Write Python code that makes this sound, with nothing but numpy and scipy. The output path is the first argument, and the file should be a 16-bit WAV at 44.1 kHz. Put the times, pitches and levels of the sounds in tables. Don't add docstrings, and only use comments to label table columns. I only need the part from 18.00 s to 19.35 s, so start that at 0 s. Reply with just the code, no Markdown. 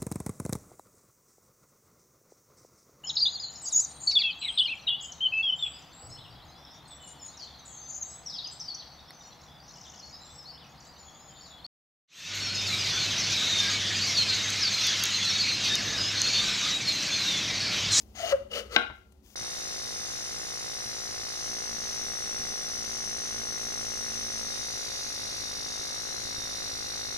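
import sys
import numpy as np
from scipy import signal
from scipy.fft import rfft, irfft
from scipy.io import wavfile
from scipy.ndimage import uniform_filter1d

SR = 44100
rng = np.random.default_rng(int(sys.argv[2]) if len(sys.argv) > 2 else 0)


def to_wav(sig):
    pcm = np.clip(np.atleast_2d(sig), -1, 1) * 32767
    pcm = np.round(pcm).astype(np.int16)
    wavfile.write(sys.argv[1], SR, pcm.T)


N = 59535
T = np.arange(N) / SR
HZ = np.fft.rfftfreq(2 * N, 1 / SR)

# (frequency [Hz], gain [dB])
AIR_TONE = [(20, -27), (45, -6), (110, -4.5), (150, -7), (210, -4), (380, -10), (520, -11.5), (750, -13),
            (1500, -29.5), (4000, -28), (8000, -33), (15500, -37.5)]
# (pitch [Hz], level [dB], width [Hz])
MACHINE_HUM = [(67.7, -62, 10), (96.7, -64, 2.1), (212.3, -65, 2), (280, -79, 3.5), (376, -70.5, 7.7)]
# (time [s], gain [dB])
AIR_AND_HUM_GAIN = [(.1, 2), (.75, 1.5), (1.05, -3.5), (1.3, -4)]
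# (time [s], level [dB])
RUMBLE_LEVEL = [(0, -59), (.25, -59), (.35, -54), (.48, -61), (.62, -55), (.85, -53), (1.05, -63),
                (1.35, -57)]
# (delay [s], gain [dB])
ROOM_ECHOES = [(.0062, -21), (.0145, -17), (.0225, -13.5), (.0402, -23)]
# (frequency [Hz], time to fade by 60 dB [s])
TAIL_FADE = [(150, 0.31), (550, 0.35), (1400, 0.38), (2300, .41), (4000, 0.35), (7000, .33), (14000, .3)]
# (frequency [Hz], gain [dB])
TAIL_TONE = [(150, -4.5), (550, -3.5), (1400, -5), (2200, -9), (3200, -7.5), (4200, -10.5), (5500, -11),
             (8500, -4.5), (14000, -7)]
# (frequency [Hz], gain [dB])
FAR_TONE = [(70, -3.5), (250, -5.5), (550, -4), (950, -9.5), (1450, -10), (2200, -7), (3000, -8),
            (4000, -8.5), (5500, -18), (8500, -17), (12000, -10)]
# (frequency [Hz], gain [dB])
FAR_ROOM_TONE = [(150, -1.5), (550, -6), (1400, -6.5), (2200, -8.5), (4000, -10.5), (6000, -15.5),
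                 (8500, -14.5), (12000, -4)]
# (time [s], level [dB])
BRUSH_LEVEL = [(0, -54.5), (.02, -51), (.045, -66.5), (.14, -65.5), (.5, -94), (.93, -74), (.97, -66.5),
               (1.03, -72), (1.22, -76), (1.25, -57.5), (1.3, -55), (1.35, -54)]
# (frequency [Hz], gain [dB])
BRUSH_TONE = [(300, -1.5), (700, 0), (1000, -3), (2000, -2.5), (3300, 4), (4200, -1), (4800, 3.5),
              (6500, 6), (8000, -4), (12500, -0.5), (15500, 0.5)]
# (time [s], level [dB], treble limit [Hz], fade time [s])
FINGER_TAPS = [(0.899, -35, 1850, 0.01), (.975, -52.5, 3000, .006), (1.122, -53, 12180, .004)]
# (time [s], relative level [dB])
LID_HITS = [(0.764, -12.5), (0.7627, 0), (0.7631, -3), (.7642, -4), (0.7655, -0.5)]
# (frequency [Hz], gain [dB])
CRACK_TONE = [(60, -48.5), (160, -30), (235, 5), (400, -10), (650, -5.5), (850, -5), (1100, -9.5),
              (1500, -0.5), (1800, -3.5), (2250, 5), (2800, 3.5), (4100, -1.5), (4600, -12), (6200, -18),
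              (7600, -34), (11000, -34), (15500, -43)]
# (pitch [Hz], level [dB], time to fade by 60 dB [s])
BOX_NOTES = [(224, -29.5, .1), (276, -31.5, .12), (477, -38, 0.27), (661, -29.5, 0.19), (786, -33, 0.16),
             (864, -21.5, .05), (1102, -26.5, 0.11), (1388, -24.5, 0.31), (1415, -23.5, .25),
             (1553, -8.5, 0.05), (2092, -25, 0.068), (2472, -19, 0.041), (3040, -12, .03),
             (3958, -5.5, 0.016), (5346, -17, 0.02)]
# (start [s], rise [s], hold [s], release [s], pitch [Hz], glide [Hz/s], level [dB], relative rasp [dB])
LID_CATCHES = [(0.195, 0.011, 0.002, 0.013, 693, -300, -32, -23),
               (0.227, 0.014, 0.0045, .011, 667.4, -400, -24, -34),
               (0.3209, 0.0088, .017, .015, 555.4, -150, -13.5, -13.5)]
# (time [s], level [dB])
SHOVE_LEVEL = [(.135, -80), (.154, -45), (.195, -36.5), (.245, -34.5), (.275, -33), (.326, -31.5),
               (.342, -55), (.44, -63), (.49, -77.5), (.516, -41.5), (.56, -32), (.598, -33.5),
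               (.635, -51.5), (.695, -58), (.73, -36), (.76, -35), (.768, -83)]
SHOVE_TIMES = [.25, .57, .74]
# (frequency [Hz], gain [dB])
HISS_TONE = [(100, -26), (220, -15.5), (400, -8.5), (850, -9.5), (1300, -5), (2200, -2), (3700, -2.5),
             (5000, -2.5), (6700, -6.5), (7500, -14.5), (10000, -16.5), (15500, -19.5)]
# (pitch [Hz], width [Hz], gain in shove 1 [dB], in 2 [dB], in 3 [dB])
LID_NOTES = [(1291, 210, -13, -12.5, -2), (1995, 120, -9.5, -20, -10.5), (2933, 250, -6.5, 0, -11.5),
             (4535, 220, -16, -13.5, -8), (6500, 294, -8, -23.5, -18)]
# (time [s], pitch [Hz], level relative to the rubbing [dB])
HOLLOW_NOTE = [(.15, 770, -8), (.21, 674, -4), (.26, 678, -3), (.31, 605, -3), (.53, 530, -4.5),
               (.6, 533, -3.5), (.66, 468, 4), (.75, 504, -7)]

TREBLE_LIMIT_HZ = 15850


def amp(db):
    return 10 ** (np.asarray(db) / 20)


def unit(x):
    return x / np.sqrt(np.mean(x ** 2) + 1e-20)


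def curve(rows):
    times, *columns = np.transpose(rows)
    return [np.interp(T, times, column) for column in columns]


def read(points, hz):
    frequencies, values = np.transpose(points)
    return np.interp(np.log(hz + 1), np.log(frequencies), values)


def colour(x, tone):
    log_gain = np.log(amp(read(tone, abs(np.fft.fftfreq(2 * N, 1 / SR)))))
    response = np.exp(np.conj(signal.hilbert(log_gain)))[:N + 1]
    return irfft(rfft(x, 2 * N) * response)[..., :N]


def resonate(x, hz, width):
    turn = np.exp(2j * np.pi * np.cumsum(hz * np.ones(N)) / SR)
    decay = np.exp(-np.pi * width / SR)
    smoothed = signal.lfilter([(1 - decay) ** 2], [1, -2 * decay, decay ** 2], x / turn)
    return unit((turn * smoothed).real)


def drone(hz, width):
    spectrum = rfft(rng.standard_normal(2 * N))
    return unit(irfft(spectrum / (1 + (2 * (HZ - hz) / width) ** 4))[:N])


def drift():
    return drone(0, width=50)


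def both_sides(pair):
    return np.array([pair[0], colour(pair[1], FAR_ROOM_TONE)])


def background():
    shared = colour(rng.standard_normal(N), [(300, -1), (2000, -8.5)])
    apart = colour(rng.standard_normal((2, N)), [(150, -6.5), (1200, -0.5)])
    air = amp(-59.5) * both_sides(unit(colour(shared + apart, AIR_TONE)))
    hum = sum(amp(db) * drone(hz, width) for hz, db, width in MACHINE_HUM)
    rumble = amp(curve(RUMBLE_LEVEL)[0]) * drone(hz=62, width=30)
    return (air + hum) * amp(curve(AIR_AND_HUM_GAIN)[0]) + rumble


def room_tail(sound, echoes_per_s=4000, build_up_s=0.013):
    echoes = rng.standard_normal((2, N)) * (rng.random((2, N)) < echoes_per_s / SR)
    hz, t, bands = signal.stft(echoes, SR, nperseg=256)
    fade = amp(-60 * t / read(TAIL_FADE, hz)[:, None])
    tail = signal.istft(bands * fade, SR, nperseg=256)[1][:, :N]
    tail *= np.minimum(T / build_up_s, 1)
    tail = colour(unit(tail) / np.sqrt(N), TAIL_TONE)
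    return both_sides(signal.fftconvolve(sound[None], tail, axes=1)[:, :N])


def workshop(sources, far_lag_s=0.00013):
    direct = sum(sound for sound, db in sources)
    sent = sum(sound * amp(db) for sound, db in sources)
    echoes = sum(amp(db) * np.interp(T - delay, T, sent, left=0) for delay, db in ROOM_ECHOES)
    near = direct + colour(echoes, [(1800, -0.5), (5000, -13)])
    far = np.interp(T - far_lag_s, T, colour(near, FAR_TONE), left=0)
    return np.array([near, far]) + room_tail(sent)


def friction(slips_per_s=14000, spread_db=2.0, flutter_db=0.2):
    size = amp(spread_db * np.minimum(rng.exponential(1, N), 4)) * rng.standard_normal(N)
    flutter = unit(uniform_filter1d(rng.standard_normal(N), size=300))
    slipping = rng.random(N) < slips_per_s / SR
    return unit(size * slipping * amp(flutter_db * flutter))


def fingers():
    out = amp(curve(BRUSH_LEVEL)[0]) * unit(colour(friction(), BRUSH_TONE))
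    for start, db, hz, fade_s in FINGER_TAPS:
        puff = rng.standard_normal(N) * (T > start) * np.exp(-abs(T - start) / fade_s)
        dulled = signal.lfilter(*signal.butter(4, hz, fs=SR), puff)
        out += amp(db) * dulled * np.sqrt(SR / (2 * hz))
    return out


def knock(crack_db=15, splinter_gain=0.067, splinter_s=0.002, ring_rise_s=0.001):
    cracks = np.zeros(N)
    for start, db in LID_HITS:
        t = T - start
        click = signal.unit_impulse(N, round(start * SR))
        splinters = splinter_gain * rng.standard_normal(N) * (t > 0) * np.exp(-abs(t) / splinter_s)
        cracks += amp(db + crack_db) * (click + splinters)
    first_hit = min(start for start, db in LID_HITS)
    t = np.maximum(T - first_hit, 0)
    ring = sum(amp(db - 60 * t / fade_s) * np.sin(2 * np.pi * hz * t) for hz, db, fade_s in BOX_NOTES)
    return colour(cracks, CRACK_TONE) + ring * (1 - np.exp(-t / ring_rise_s))


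def hoot(start, rise, hold, release, hz, glide, db, rasp_db, rasp_s=0.014):
    t = np.maximum(T - start, 0)
    swell = np.interp(t, np.cumsum([0, rise, hold, release]), [0, 1, 1, 0])
    phase = 2 * np.pi * (hz * t + glide * t ** 2 / 2)
    overtones = sum(np.sin(k * phase) / k for k in range(2, 6))
    rasp = 0.45 * overtones + resonate(friction(), hz=1347, width=600)
    rasp_fade = (t > 0) * np.exp(-t / rasp_s)
    return amp(db) * (swell * np.sin(phase) + amp(rasp_db) * rasp_fade * rasp)


def scrape(hiss_db=-2.5, swell_db=2.0, wander_share=0.0092):
    out = amp(hiss_db) * unit(colour(friction(), HISS_TONE))
    for hz, width, *shove_db in LID_NOTES:
        ring = resonate(friction(), hz * (1 + wander_share * drift()), width)
        ring = unit(ring * amp(swell_db * drift()))
        out += amp(np.interp(T, SHOVE_TIMES, shove_db)) * ring
    hollow_hz, hollow_db = curve(HOLLOW_NOTE)
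    out += amp(hollow_db) * resonate(friction(), hollow_hz, width=153)
    return out * amp(curve(SHOVE_LEVEL)[0])


def scene():
    hoots = sum(hoot(*row) for row in LID_CATCHES)
    return background() + workshop([(scrape(), -6.5), (hoots, -6.5), (knock(), -1), (fingers(), -9)])


def record(dry):
    low_pass = signal.firwin(511, TREBLE_LIMIT_HZ, window=("kaiser", 9), fs=SR)
    return signal.oaconvolve(dry, low_pass[None], "same")


dry = scene()
out = record(dry)
to_wav(out)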